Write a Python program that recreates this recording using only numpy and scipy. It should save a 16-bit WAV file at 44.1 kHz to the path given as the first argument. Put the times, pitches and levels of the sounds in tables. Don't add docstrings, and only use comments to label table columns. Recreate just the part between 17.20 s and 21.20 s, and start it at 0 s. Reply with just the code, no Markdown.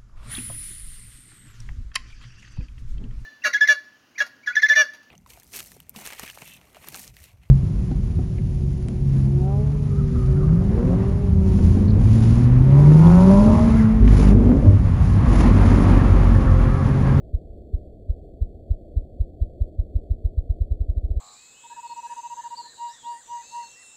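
import sys
import numpy as np
from scipy import signal
from scipy.fft import rfft, irfft
from scipy.io import wavfile
from scipy.ndimage import uniform_filter1d

SR = 44100
rng = np.random.default_rng(int(sys.argv[2]) if len(sys.argv) > 2 else 0)


def unload_wav(signal):
    wavfile.write(
        sys.argv[1],
        SR,
        np.round(np.clip(np.atleast_2d(signal).T, -1, 1) * 32767).astype(np.int16),
    )


N = 176400

# centre_s, strength_db
WING_BEATS = [(0.1461, -9.0), (0.5438, -9), (0.901, -9), (1.2215, -8.5), (1.5119, -7.5), (1.773, -8),
              (2.0083, -8.5), (2.2214, -8.0), (2.417, -8), (2.5957, -8), (2.7602, -8), (2.9127, -8),
              (3.0544, -8), (3.184, -8), (3.304, -7.5), (3.4145, -8.5), (3.5175, -9), (3.6114, -10),
              (3.6971, -9), (3.7758, -10), (3.8461, -12), (3.9106, -10.5), (3.9712, -10.5)]


def amp(db):
    return 10 ** (np.asarray(db) / 20)


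def unit_rms(x):
    return x / np.sqrt(np.mean(x ** 2) + 1e-20)


def air_puff(centre_s, level_db, stretch):
    swing_hz, half_length_s = 50.1, 0.018
    t = (np.arange(N) / SR - centre_s) / stretch
    swell = np.cos(np.pi / 2 * t / half_length_s) ** 4 * (abs(t) < half_length_s)
    return amp(level_db) * swell * np.cos(2 * np.pi * swing_hz * t)


def wing_beats():
    # centre_s, level_db
    settles = [(0.301, -30), (1.374, -40.5), (1.666, -44.5)]
    full_stroke_db, stretch_per_db, rebound_db = -8.5, 0.0234, -18.5
    out = np.zeros(N)
    for centre_s, strength_db in WING_BEATS:
        stretch = 1 + stretch_per_db * (full_stroke_db - strength_db)
        rebound_s = centre_s + 0.0181 * stretch
        out += air_puff(centre_s, strength_db, stretch)
        out -= air_puff(rebound_s, strength_db + rebound_db, stretch)
    for centre_s, level_db in settles:
        out -= air_puff(centre_s, level_db, stretch=1)
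    return out


def wood_hum():
    pitch_hz, gain_db = 71, -27
    delay_s, rise_s, t60_s = 0.038, 0.01, 0.18
    out = np.zeros(N)
    for centre_s, strength_db in WING_BEATS:
        t = np.maximum(np.arange(N) / SR - centre_s - delay_s, 0)
        envelope = (1 - np.exp(-(t / rise_s) ** 2)) * np.exp(-np.log(1000) * t / t60_s)
        out += amp(strength_db + gain_db) * envelope * np.sin(2 * np.pi * pitch_hz * t)
    return out


def tree_echoes(source):
    gain_db, rise_s, t60_s = -30.5, 0.03, 0.97
    t = np.arange(SR) / SR
    envelope = np.minimum(t / rise_s, 1) * np.exp(-np.log(1000) * t / t60_s)
    tail = rng.standard_normal(SR) * envelope
    return amp(gain_db) * signal.fftconvolve(source, tail / np.linalg.norm(tail))[:N]


def night_rumble():
    # freq_hz, relative_density_db
    spectrum = [(8, -12.5), (30, -0.5), (75, -1.5), (100, -8), (140, -13), (230, -13.5), (380, -13.5),
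                (470, -16), (620, -17), (900, -17.5)]
    level_db, waver_db = -42.5, 0.5
    top_hz, falloff_hz, steepness = 566, 174.6, 2.58
    frame, hop = 2048, 512
    real, imag, patches = rng.standard_normal((3, N // hop + 5, frame // 2 + 1))
    patches = uniform_filter1d(patches, size=8, axis=0)
    patches = unit_rms(uniform_filter1d(patches, size=6, axis=1))
    frames = (real + 1j * imag) * amp(waver_db * patches)
    noise = signal.istft(frames.T, nperseg=frame, noverlap=frame - hop)[1][:N]
    bin_hz = np.fft.rfftfreq(N, 1 / SR)
    freq_hz, density_db = np.transpose(spectrum)
    colour = amp(np.interp(np.log(bin_hz + 1), np.log(freq_hz + 1), density_db))
    top_cut = np.exp(-(np.maximum(bin_hz - top_hz, 0) / falloff_hz) ** steepness)
    return amp(level_db) * unit_rms(irfft(rfft(noise) * colour * top_cut, N))


def scene():
    low_cut_hz = 26.5
    low_cut = signal.butter(3, low_cut_hz, "high", fs=SR, output="sos")
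    beats = signal.sosfilt(low_cut, wing_beats())
    return (beats + wood_hum() + tree_echoes(beats) + night_rumble())[None]


def record(dry):
    clock_hz, hiss_db, fade_s, band_limit_hz = 48000, -92.5, 0.004, 16000
    n = np.arange(N)
    lag_samples = (n * clock_hz % SR) / clock_hz
    buzz = -lag_samples * np.gradient(dry, axis=1)
    hiss = amp(hiss_db) * rng.standard_normal(dry.shape)
    nearest_end_s = np.minimum(n, n[::-1]) / SR
    fades = np.sin(np.pi / 2 * np.minimum(nearest_end_s / fade_s, 1)) ** 2
    low_pass = signal.firwin(511, band_limit_hz, window=("kaiser", 9), fs=SR)
    return signal.oaconvolve((dry + buzz + hiss) * fades, low_pass[None], "same")


dry = scene()
out = record(dry)
unload_wav(out)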